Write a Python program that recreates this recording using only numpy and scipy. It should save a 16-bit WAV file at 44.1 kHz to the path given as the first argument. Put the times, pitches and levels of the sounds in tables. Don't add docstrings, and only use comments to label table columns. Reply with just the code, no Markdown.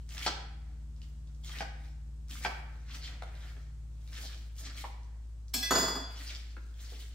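import sys
import numpy as np
from scipy import signal
from scipy.fft import rfft, irfft, next_fast_len
from scipy.io import wavfile
from scipy.ndimage import uniform_filter1d, map_coordinates

SR = 44100
rng = np.random.default_rng(int(sys.argv[2]) if len(sys.argv) > 2 else 0)


def to_linear_factor(level_db):
    exponent = np.asarray(level_db, float) / 20
    return 10 ** exponent


def file_out(sig):
    cols = np.atleast_2d(sig).T
    lim = np.clip(cols, -1, 1)
    pcm = np.round(lim * 32767).astype(np.int16)
    wavfile.write(sys.argv[1], SR, pcm)


N = 314874

# frequency in Hz, density in dB per Hz.
AIR_SPECTRUM = [(25, -1), (100, 0), (300, -14), (600, -20), (1400, -24.5), (2200, -29.5), (8000, -27.6),
                (16000, -42)]
# frequency in Hz, correlation 0-1.
AIR_LIKENESS = [(60, 0.6), (220, 0.97), (600, 0.2), (2000, 0.12), (6000, 0.048), (15000, 0.18)]
# time in seconds, firing rate in Hz, nearness in dB, load in dB.
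ENGINE_COURSE = [
    (0, 38.48, 0, 3),
    (.9, 37.3, 0, -5),
    (1.5, 37.2, 1, -1),
    (2.6, 37.16, -1, -1),
    (3.8, 36.98, 0, 3),
    (4.6, 35.88, -7, 6),
    (5.4, 35.9, -9, 6),
    (7.14, 35.2, -21, 3),
]
# level in dB, share of nearness, share of load.
ENGINE_ORDERS = [(-59, .5, -.5), (-64, .35, .9), (-59.5, 1.1, .05), (-74, .05, -.9), (-79, .5, -.9)]
# time in seconds, seconds to rise 20 dB, seconds to fall 20 dB,
# peak in dB, wet fizz in relative dB.
SWEEPS = [(0, .01, .06, -64, -3), (1.03, .08, .15, -66, -4), (1.294, .05, .06, -72, -9),
          (1.42, .1, .03, -76, 3), (1.86, .12, .1, -59, -9), (2.31, .025, .25, -48, 0),
          (2.95, .1, .08, -45, -10), (3.058, .07, .08, -45, -12), (3.42, .15, .3, -57.5, -5),
          (4.04, .1, .1, -72, 0), (4.134, .04, .35, -48.5, -4), (4.24, .2, .12, -46, -4),
          (4.335, .1, .06, -53, -14), (4.592, .03, .04, -52, 7), (4.656, .06, .12, -45, -22),
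          (4.785, .08, .12, -45, -5), (5.242, .04, .04, -73, -7), (6.195, .12, .4, -48.5, -5),
          (6.312, .3, .12, -46.5, -12), (6.812, .07, .4, -52.5, -4), (7.01, .3, .16, -54, -3)]
# time in seconds, rise in seconds, fall in seconds, peak in dB.
SHOVES = [
    (.7, .2, .2, -73),
    (1.77, .1, .1, -72),
    (2.7, .1, .3, -68),
    (3.1, .08, .2, -59),
    (3.26, .04, .3, -63),
    (3.47, .25, .2, -62),
    (3.57, .08, .15, -66),
    (4.66, .1, .15, -62),
    (4.88, .06, .2, -70),
    (5.12, .2, .2, -77),
]
# bite in seconds, through in seconds, bite in dB,
# through in dB, wet fizz in relative dB.
CUTS = [
    (.092, .255, -53, -41, -5),
    (1.44, 1.6, -52, -44.5, -5),
    (2.39, 2.44, -55, -46, -1),
]
# frequency in Hz, width in Hz, level in dB.
SHRED_MODES = [(2180, 300, -5), (3250, 800, -2), (4360, 1000, -1.5), (5660, 1200, -5), (7680, 1000, -11)]
# time in seconds, peak in dB, centre in Hz.
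SNAPS = [(.065, -49, 6000), (.091, -35, 6000), (.107, -37, 4000), (.121, -36, 4000), (.125, -36, 7000),
         (.148, -33, 5000), (.18, -23, 3100), (.224, -25, 2200), (.2505, -27, 4000), (.69, -59.5, 5500),
         (1.017, -45, 5000), (1.087, -51, 9000), (1.436, -50, 5000), (1.446, -38, 6000), (1.462, -35, 5000),
         (1.494, -31, 3500), (1.518, -33, 4000), (1.573, -33, 4500), (1.586, -27, 3400), (1.803, -52, 4800),
         (2.284, -41, 6000), (2.298, -38, 7000), (2.311, -29, 3500), (2.756, -49, 5000), (3.223, -33, 4500),
         (3.322, -52, 6000), (3.352, -46, 5000), (4.076, -39, 3150), (4.13, -36, 3600), (4.346, -37, 4500),
         (4.518, -53, 10980), (4.556, -48, 4500), (4.565, -42, 5000), (4.596, -33, 6500),
         (4.657, -34, 5200), (4.667, -35, 4500), (5.033, -47, 5000), (6.569, -47, 3500),
         (6.665, -50.5, 6000), (6.828, -39, 5000)]
# time in seconds, peak in dB, centre in Hz, sharpness Q, t60 in seconds.
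BUNCHES = [(.137, -42, 5500, 1, .04), (.195, -33, 2800, 1.5, .05), (.245, -35, 4500, 1, .04),
           (1.465, -41, 5000, 1.3, .07), (1.515, -40, 5000, 1.2, .04), (1.547, -35, 2300, 3, .08),
           (1.59, -34, 3800, 1.2, .04), (2.327, -36, 4800, 1.5, .06), (2.35, -39, 5500, 2.5, .05),
           (2.42, -34, 5000, 1.5, 0.064), (2.88, -43, 2000, 1.7, 0.06), (2.905, -39, 3500, 2, .06),
           (2.944, -34, 4600, 1.5, .06), (2.945, -40, 1900, 3, .05), (3.039, -33, 3760, 2.7, .1),
           (3.07, -38, 1900, 2, .06), (3.35, -44, 3800, 3, .05), (4.135, -39, 4800, 2, .04),
           (4.16, -38, 3300, 3, .07), (4.17, -38, 1700, 3, .06), (4.21, -38, 4600, 2.5, .08),
           (4.245, -36, 4600, 3, .1), (4.31, -42, 2500, 1.5, .06), (4.58, -36, 5800, 1.6, .06),
           (4.585, -41, 11000, 2, .06), (4.63, -40, 5200, 3, .06), (4.648, -33, 5300, 2.5, .06),
           (4.762, -40, 4300, 1.5, .05), (6.26, -39, 4700, 3, .1), (6.29, -39, 3200, 3, .1),
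           (6.395, -37, 3500, 1.5, .048), (6.84, -43, 5000, 2.5, .1), (6.93, -44, 3100, 4, .08),
           (7, -43, 3100, 3, .1)]
# time in seconds, peak in dB, centre in Hz, t60 in seconds.
KNOCKS = [(.963, -60, 4400, .05), (1.017, -44, 3390, .018), (1.272, -58, 4150, .04),
          (1.347, -56.5, 5200, .027), (1.493, -42, 1370, .04), (1.585, -33, 3420, .023),
          (2.755, -55, 500, .034), (3.221, -32, 650, .026), (3.222, -32, 1600, .018),
          (3.565, -50, 1500, .03), (4.839, -38, 600, .04), (4.842, -42, 2100, .05),
          (5.482, -46, 5500, .016), (6.567, -38, 1330, .028), (6.568, -45.5, 400, .042),
          (6.918, -51, 600, .03)]
# time in seconds, peak in dB, centre in Hz, sharpness Q, t60 in seconds.
HOLLOW_KNOCKS = [
    (4.84, -34, 950, 5, .07),
    (4.845, -52, 950, 9, .3),
    (6.919, -47, 420, 6, .08),
    (2.31, -47, 230, 6, .1),
    (2.352, -44, 1350, 4, .04),
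]
# time in seconds, peak in dB, centre in Hz, sharpness Q, t60 in seconds.
TIP_TOUCHES = [
    (5.535, -36, 6000, .6, .02),
    (5.5405, -26, 12000, 2.5, .03),
    (5.539, -35, 2320, 14, .1),
    (5.54, -26, 7530, 20, .05),
    (5.538, -38, 240, 12, .2),
    (5.538, -44, 1050, 8, .05),
    (5.56, -47, 750, 30, .2),
    (5.701, -44, 1200, .8, .03),
]
# time in seconds, peak in dB, centre in Hz.
CHATTER = [(5.7075, -22, 1000), (5.711, -24, 1500), (5.7155, -25, 600), (5.751, -27, 1500),
           (5.757, -25, 1000), (5.764, -28, 1600), (5.781, -28, 1500), (5.80, -31, 800), (5.82, -32, 600),
           (5.845, -34, 1000), (5.862, -35, 700), (5.884, -33, 1200), (5.905, -36, 900), (5.93, -38, 600),
           (5.965, -42, 1000), (5.995, -41, 500), (6.04, -44, 800), (6.09, -46, 700)]
# time in seconds, peak in dB, thump in relative dB, crack in relative dB, t60 in seconds.
CHOPS = [
    (.2632, -16.5, 3, 5.5, 0.086),
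    (1.606, -22, 0, -9, 0.071),
    (2.449, -14.5, -1.5, -19, 0.082),
]
# frequency in Hz, density in dB per Hz.
RAP_SPECTRUM = [(100, -25), (200, -8), (560, -3), (900, -3), (1540, -1), (3820, -19), (4750, -12),
                (15500, -48)]
# frequency in Hz, width in Hz, level in dB.
EDGE_MODES = [(3150, 700, 0), (4830, 600, 5), (7750, 1000, -11.5)]
# frequency in Hz, width in Hz, level in dB.
MAT_MODES = [(240, 74, -4.5), (528, 45, -3), (790, 40, 8), (1020, 140, -11), (1560, 110, -2.5),
             (2310, 140, -0.5), (3250, 200, -5), (4780, 30, -1)]
# time in seconds, where struck (0 tip, 1 spine, 2 heel, 3 flat), ring in dB,
# clack in dB, rattle in dB.
LANDINGS = [
    (5.538, 0, 4, -25.5, -46.5),
    (5.628, 1, 4, -33, -52.5),
    (5.707, 2, 4, -29, -26),
    (5.752, 3, -1.5, -33.5, -28),
    (5.782, 3, -6.5, -30, -35),
    (5.826, 2, -8.5, -41, -34.5),
    (5.879, 3, -15, -39, -37),
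    (5.952, 3, -18.5, -45.5, -39),
]
BLADE_HZ = [1529, 1647, 2670, 3416, 4199, 4522, 4821, 5048, 5424, 5771, 6552, 6826, 7176, 4463]
# t60 in seconds, then dB struck at the tip, at the spine, at the heel, flat.
BLADE_MODES = [(.16, -61, -51, -35, -37), (.45, -51, -47, -56, -48), (.7, -53, -55, -64, -64),
               (.6, -43, -35, -39, -40), (.45, -40, -46, -52, -45), (.55, -51, -60, -36, -41),
               (.45, -52, -40, -46, -27.5), (.4, -45, -51, -55, -33), (.4, -37, -54, -46, -49),
               (.45, -50, -43, -54, -58), (.35, -75, -65, -45, -38), (.32, -72, -71, -35, -38),
               (.42, -55, -62, -45, -44), (.3, -43, -43, -60, -66)]
TWIST_HZ = [1990, 2411, 2536, 3065, 3919, 4635, 4729, 6062, 7431, 9151, 12190, 12350, 13417, 15020]
# t60 in seconds, then dB struck at the tip, at the spine, at the heel, flat.
TWIST_MODES = [(.5, -70, -45, -48, -52), (.15, -60, -48, -70, -68), (.3, -52, -52, -70, -72),
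               (.2, -47, -60, -68, -66), (.15, -54, -70, -63, -64), (.3, -62, -62, -58, -50),
               (.2, -46, -64, -60, -60), (.25, -55, -57, -72, -70), (.15, -49, -62, -62, -60),
               (.15, -56, -68, -64, -64), (.12, -52, -68, -58, -56), (.12, -64, -64, -58, -58),
               (.1, -60, -70, -57, -60), (.1, -54, -70, -62, -58)]
BEVEL_HZ = [7666, 8140, 8506, 8850, 9851, 10142, 10336, 10497, 11036, 11520, 11854, 12586, 13781]
# dB struck at tip or spine, dB struck at heel or flat.
BEVEL_MODES = [(-61, -51), (-80, -48), (-59, -52), (-58, -50), (-67, -59), (-65, -50), (-56, -44),
               (-60, -52), (-66, -76), (-60, -50), (-39, -52), (-78, -50), (-50, -62)]
# frequency in Hz, density in dB per Hz.
CLACK_SPECTRUM = [(120, -38), (200, -32), (2360, -21), (2730, -34.5), (3100, -4.5), (11200, -14),
                  (12000, 6), (15800, -12)]
# frequency in Hz, width in Hz, level in dB.
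HANDLE_MODES = [(138, 30, -7), (250, 33, 4), (420, 50, 3), (548, 55, -3), (660, 50, 2), (1000, 150, -3),
                (1230, 150, -2), (1580, 370, -8)]
# frequency in Hz, t60 in seconds.
KITCHEN_T60 = [(150, 0.57), (800, 0.72), (2000, 0.77), (5000, 0.53), (12000, 0.32)]
# frequency in Hz, correlation 0-1.
ECHO_LIKENESS = [(100, .97), (300, .9), (700, .1), (2000, .12), (6000, .05), (15000, .3)]
# frequency in Hz, gain in dB.
MIC_RESPONSE = [(8200, 1), (9300, -2.5), (15500, -1.5)]


def unit(x):
    return x / np.sqrt(np.mean(x ** 2) + 1e-20)


def along(points, hz):
    f, v = np.transpose(points)
    return np.interp(np.log(hz + 1), np.log(f + 1), v)


def curves(rows):
    s, *cols = np.transpose(rows)
    return [np.interp(np.arange(N) / SR, s, c) for c in cols]


def wobble(rate):
    knots = rng.standard_normal(int(N * rate / SR) + 4)
    return map_coordinates(knots, [np.arange(N) * rate / SR])


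def filtered(x, response):
    n = x.shape[-1]
    m = next_fast_len(n + min(n, SR // 2))
    return irfft(rfft(x, m) * response(np.fft.rfftfreq(m, 1 / SR)), m)[..., :n]


def modes(table):
    def response(f):
        total = 0
        for k, (centre, width, db) in enumerate(table):
            resonance = 1j * f * width / (centre * centre - f * f + 1j * f * width)
            total = total + (-1) ** k * to_linear_factor(db) * resonance
        return total
    return response


def burst(response, t60, rise=0.00025):
    t = np.arange(2048 * int(1 + abs(t60) * SR / 2048)) / SR
    shape = to_linear_factor(-60 * t / t60) * (1 - np.exp(-t / rise))
    noise = filtered(rng.standard_normal(len(t)), response)
    return unit(noise * shape) * np.sqrt(np.mean(shape ** 2))


def add(track, s, sound):
    part = track[round(s * SR):][:len(sound)]
    part += sound[:len(part)]


def air():
    def mid_and_side(hz):
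        angle = np.arccos(np.clip(along(AIR_LIKENESS, hz), -1, 1)) / 2
        return to_linear_factor(along(AIR_SPECTRUM, hz)) * np.array([np.cos(angle), np.sin(angle)])
    mid, side = filtered(rng.standard_normal((2, N)), mid_and_side)
    return to_linear_factor(-62.8 + 0.27 * wobble(1.22)) * unit(np.array([mid + side, mid - side]))


def drone():
    hz, near_db, load_db = curves(ENGINE_COURSE)
    phase = 2 * np.pi * np.cumsum(hz) / SR
    engine = np.zeros(N)
    for order, (db, near_share, load_share) in zip((2, 3, 4, 6, 8), ENGINE_ORDERS):
        level_db = db + near_share * near_db + load_share * load_db + wobble(3.03)
        engine += to_linear_factor(level_db) * np.sin(order * phase)
    hum_hz, hum_db = 56.7, -44
    hum = to_linear_factor(hum_db + 0.4 * wobble(2.69)) * np.sin(2 * np.pi * hum_hz * np.arange(N) / SR + 1.3)
    return np.sqrt(2) * (hum + engine)


def crackle(table, spiky_db, clump_db, patchy_db):
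    size_db = spiky_db * np.minimum(rng.exponential(size=N), 6)
    grains = rng.standard_normal(N) * to_linear_factor(size_db + clump_db * wobble(70))
    z = signal.stft(grains, nperseg=256)[2]
    field = uniform_filter1d(rng.standard_normal(z.shape), size=4, axis=0)
    field = uniform_filter1d(field, size=4, axis=1)
    patched = signal.istft(z * to_linear_factor(patchy_db * unit(field)), nperseg=256)[1][:N]
    return unit(filtered(patched, modes(table)))


def leaves():
    t = np.arange(0, N / SR + .002, .001)

    def tent(start, end, rise, fall):
        return -20 * (np.maximum(start - t, 0) / rise + np.maximum(t - end, 0) / fall)

    def level(rows_db):
        return np.interp(np.arange(N) / SR, t, np.sqrt(sum(to_linear_factor(2 * db) for db in rows_db)))

    # level in dB, then wet fizz and ribs relative to it
    strokes = [(db + tent(s, s, rise, fall), wet_db, -6.5) for s, rise, fall, db, wet_db in SWEEPS]
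    shoves = [(db + tent(s, s, rise, fall), -12, 4) for s, rise, fall, db in SHOVES]
    strokes += shoves
    for bite, through, bite_db, through_db, wet_db in CUTS:
        depth = np.clip((t - bite) / (through - bite), 0, 1)
        cut_db = bite_db + (through_db - bite_db) * depth + tent(bite, through, rise=.012, fall=.03)
        ribs_db = -12 + 13 * depth ** 1.3
        strokes.append((cut_db, wet_db, ribs_db))

    force = level(db for db, wet, ribs in strokes)
    crunch = force * crackle(SHRED_MODES, spiky_db=5.5, clump_db=3, patchy_db=4)
    body = level(db + ribs for db, wet, ribs in strokes)
    body = body * crackle([(1303, 520, -2), (2000, 660, 1)], spiky_db=3.5, clump_db=3, patchy_db=3)
    fizz = to_linear_factor(2.5) * level(db + wet for db, wet, ribs in strokes)
    fizz = fizz * crackle([(8500, 7500, 3.5)], spiky_db=5, clump_db=3, patchy_db=-1)
    drag = level(db - 1 for db, wet, ribs in shoves)
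    rumble = to_linear_factor(-67) * (force / to_linear_factor(-55)) ** .8 + drag
    rumble = rumble * crackle([(270, 130, 5.5), (800, 500, -1)], spiky_db=2.5, clump_db=4, patchy_db=2.5)
    return to_linear_factor(-3.5) * (crunch + body + fizz + rumble)


def taps():
    out = np.zeros(N)
    quick = [(s, db, hz, 1.1, .008) for s, db, hz in SNAPS]
    quick += [(s, db, hz, 2.2, t60) for s, db, hz, t60 in KNOCKS]
    quick += list(TIP_TOUCHES) + list(HOLLOW_KNOCKS)
    quick += [(s, db, hz, 1.6, .025) for s, db, hz in CHATTER]
    for table, lift_db, rise in ((quick, -2.5, .0004), (BUNCHES, -.5, .012)):
        for s, db, hz, q, t60 in table:
            resonance = modes([(hz, 1.5 * hz / q, 0)])
            puff = burst(lambda f: resonance(f) ** 2, t60, rise)
            add(out, s, to_linear_factor(db + lift_db) * puff)
    return out


def chops():
    out = np.zeros(N)
    push = np.exp(-np.arange(SR // 2) / SR / 4e-5)
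    for s, db, thump_db, crack_db, t60 in CHOPS:
        rap = burst(lambda f: to_linear_factor(along(RAP_SPECTRUM, f)), t60, rise=0.0035)
        crack = burst(modes(EDGE_MODES), t60 * 0.76, rise=0.0016)
        ring = filtered(push, lambda f: modes(MAT_MODES)(f) * to_linear_factor(thump_db / (1 + (f / 650) ** 4)))
        add(out, s, to_linear_factor(db - 8.5) * rap)
        add(out, s, to_linear_factor(db + crack_db - 11) * crack)
        add(out, s, to_linear_factor(db + 20.5) * ring)
    return out


def knife():
    out, t = np.zeros(N), np.arange(SR // 2) / SR
    hz = np.array(list(BLADE_HZ) + list(TWIST_HZ) + list(BEVEL_HZ))[:, None]
    bevel = []
    for f, (front_db, rear_db) in zip(BEVEL_HZ, BEVEL_MODES):
        bevel.append((2500 / f, front_db, front_db - 8, rear_db, rear_db))
    t60, *struck_db = np.transpose(list(BLADE_MODES) + list(TWIST_MODES) + bevel)[:, :, None]
    faint_hz = rng.uniform(3000, 15600, size=(110, 1))
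    early = t[:SR // 4]
    for s, where, ring_db, clack_db, rattle_db in LANDINGS:
        beat_hz = rng.uniform(11.3, 32.4, size=hz.shape)
        beat = 1 + 0.45 * np.sin(2 * np.pi * (beat_hz * t + rng.random(hz.shape)))
        decay = to_linear_factor(struck_db[round(where)] - 60 * t / (0.92 * t60))
        ring = np.sum(decay * beat * np.sin(2 * np.pi * hz * (t + s)), axis=0)
        faint_db = rng.normal(0, 5.2, size=faint_hz.shape) - faint_hz / 3000 - 60 * early / .28
        crowd = np.sum(to_linear_factor(faint_db) * np.sin(2 * np.pi * faint_hz * early + 6 * faint_hz), axis=0)
        crowd = np.pad(crowd, (0, len(t) - len(crowd)))
        steel = to_linear_factor(ring_db + .2) * ring + to_linear_factor(clack_db - 24) * crowd
        clack = burst(lambda f: to_linear_factor(along(CLACK_SPECTRUM, f)), t60=0.06, rise=.0015)
        rattle = burst(modes(HANDLE_MODES), t60=0.11, rise=0.0025)
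        add(out, s, steel * (1 - np.exp(-t / 0.0012)))
        add(out, s, to_linear_factor(clack_db + 1) * clack)
        add(out, s, to_linear_factor(rattle_db + 6.5) * rattle)
    return out


def placed(x, pan_db, lead_s):
    side = np.array([[.5], [-.5]])
    return to_linear_factor(side * pan_db) * filtered(x, lambda f: np.exp(2j * np.pi * f * side * lead_s))


def walls(x):
    span_s, nearest_db = .022, -7
    delay = span_s * (.06 + rng.random((10, 1)) ** 1.5) + rng.normal(0, 0.000246, size=(10, 2))
    gain = rng.choice([-1, 1], size=(10, 1)) * to_linear_factor(nearest_db - 9 * delay / span_s)

    def response(f):
        return np.sum(gain[..., None] * np.exp(-2j * np.pi * f * delay[..., None]), axis=0)
    return filtered(x, response)


def kitchen(x):
    out, step = np.zeros((2, N + SR * 2)), SR // 2
    for start in range(0, N, step):
        hz, t, z = signal.stft(rng.standard_normal((2, SR)), SR, nperseg=256)
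        shared = np.clip(along(ECHO_LIKENESS, hz), 0, 1)[:, None]
        z = np.array([z[0], shared * z[0] + np.sqrt(1 - shared ** 2) * z[1]])
        decay = to_linear_factor(-60 * t / along(KITCHEN_T60, hz)[:, None])
        tail = signal.istft(z * decay, SR, nperseg=256)[1][:, :SR]
        tail = tail / np.linalg.norm(tail[0])
        wet = signal.fftconvolve(x[None, start:start + step], tail, axes=1)
        out[:, start + 130:][:, :wet.shape[1]] += wet
    return out[:, :N]


def scene():
    board, steel = leaves() + taps() + chops(), knife()
    direct = placed(board, pan_db=.6, lead_s=5e-5) + placed(steel, pan_db=-.3, lead_s=-1.5e-5)
    room = walls(board + to_linear_factor(-6) * steel) + to_linear_factor(-3) * kitchen(board + to_linear_factor(1.5) * steel)
    hum = placed(drone(), pan_db=1, lead_s=3e-5)
    return to_linear_factor(-3.5) * (direct + room) + hum + air()


def top_cut(x):
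    return signal.sosfilt(signal.butter(12, 16490, fs=SR, output="sos"), x)


def record(dry):
    heard = filtered(dry, lambda f: to_linear_factor(along(MIC_RESPONSE, f)) * (f < 15800))
    return top_cut(heard)


dry = scene()
out = record(dry)
file_out(out)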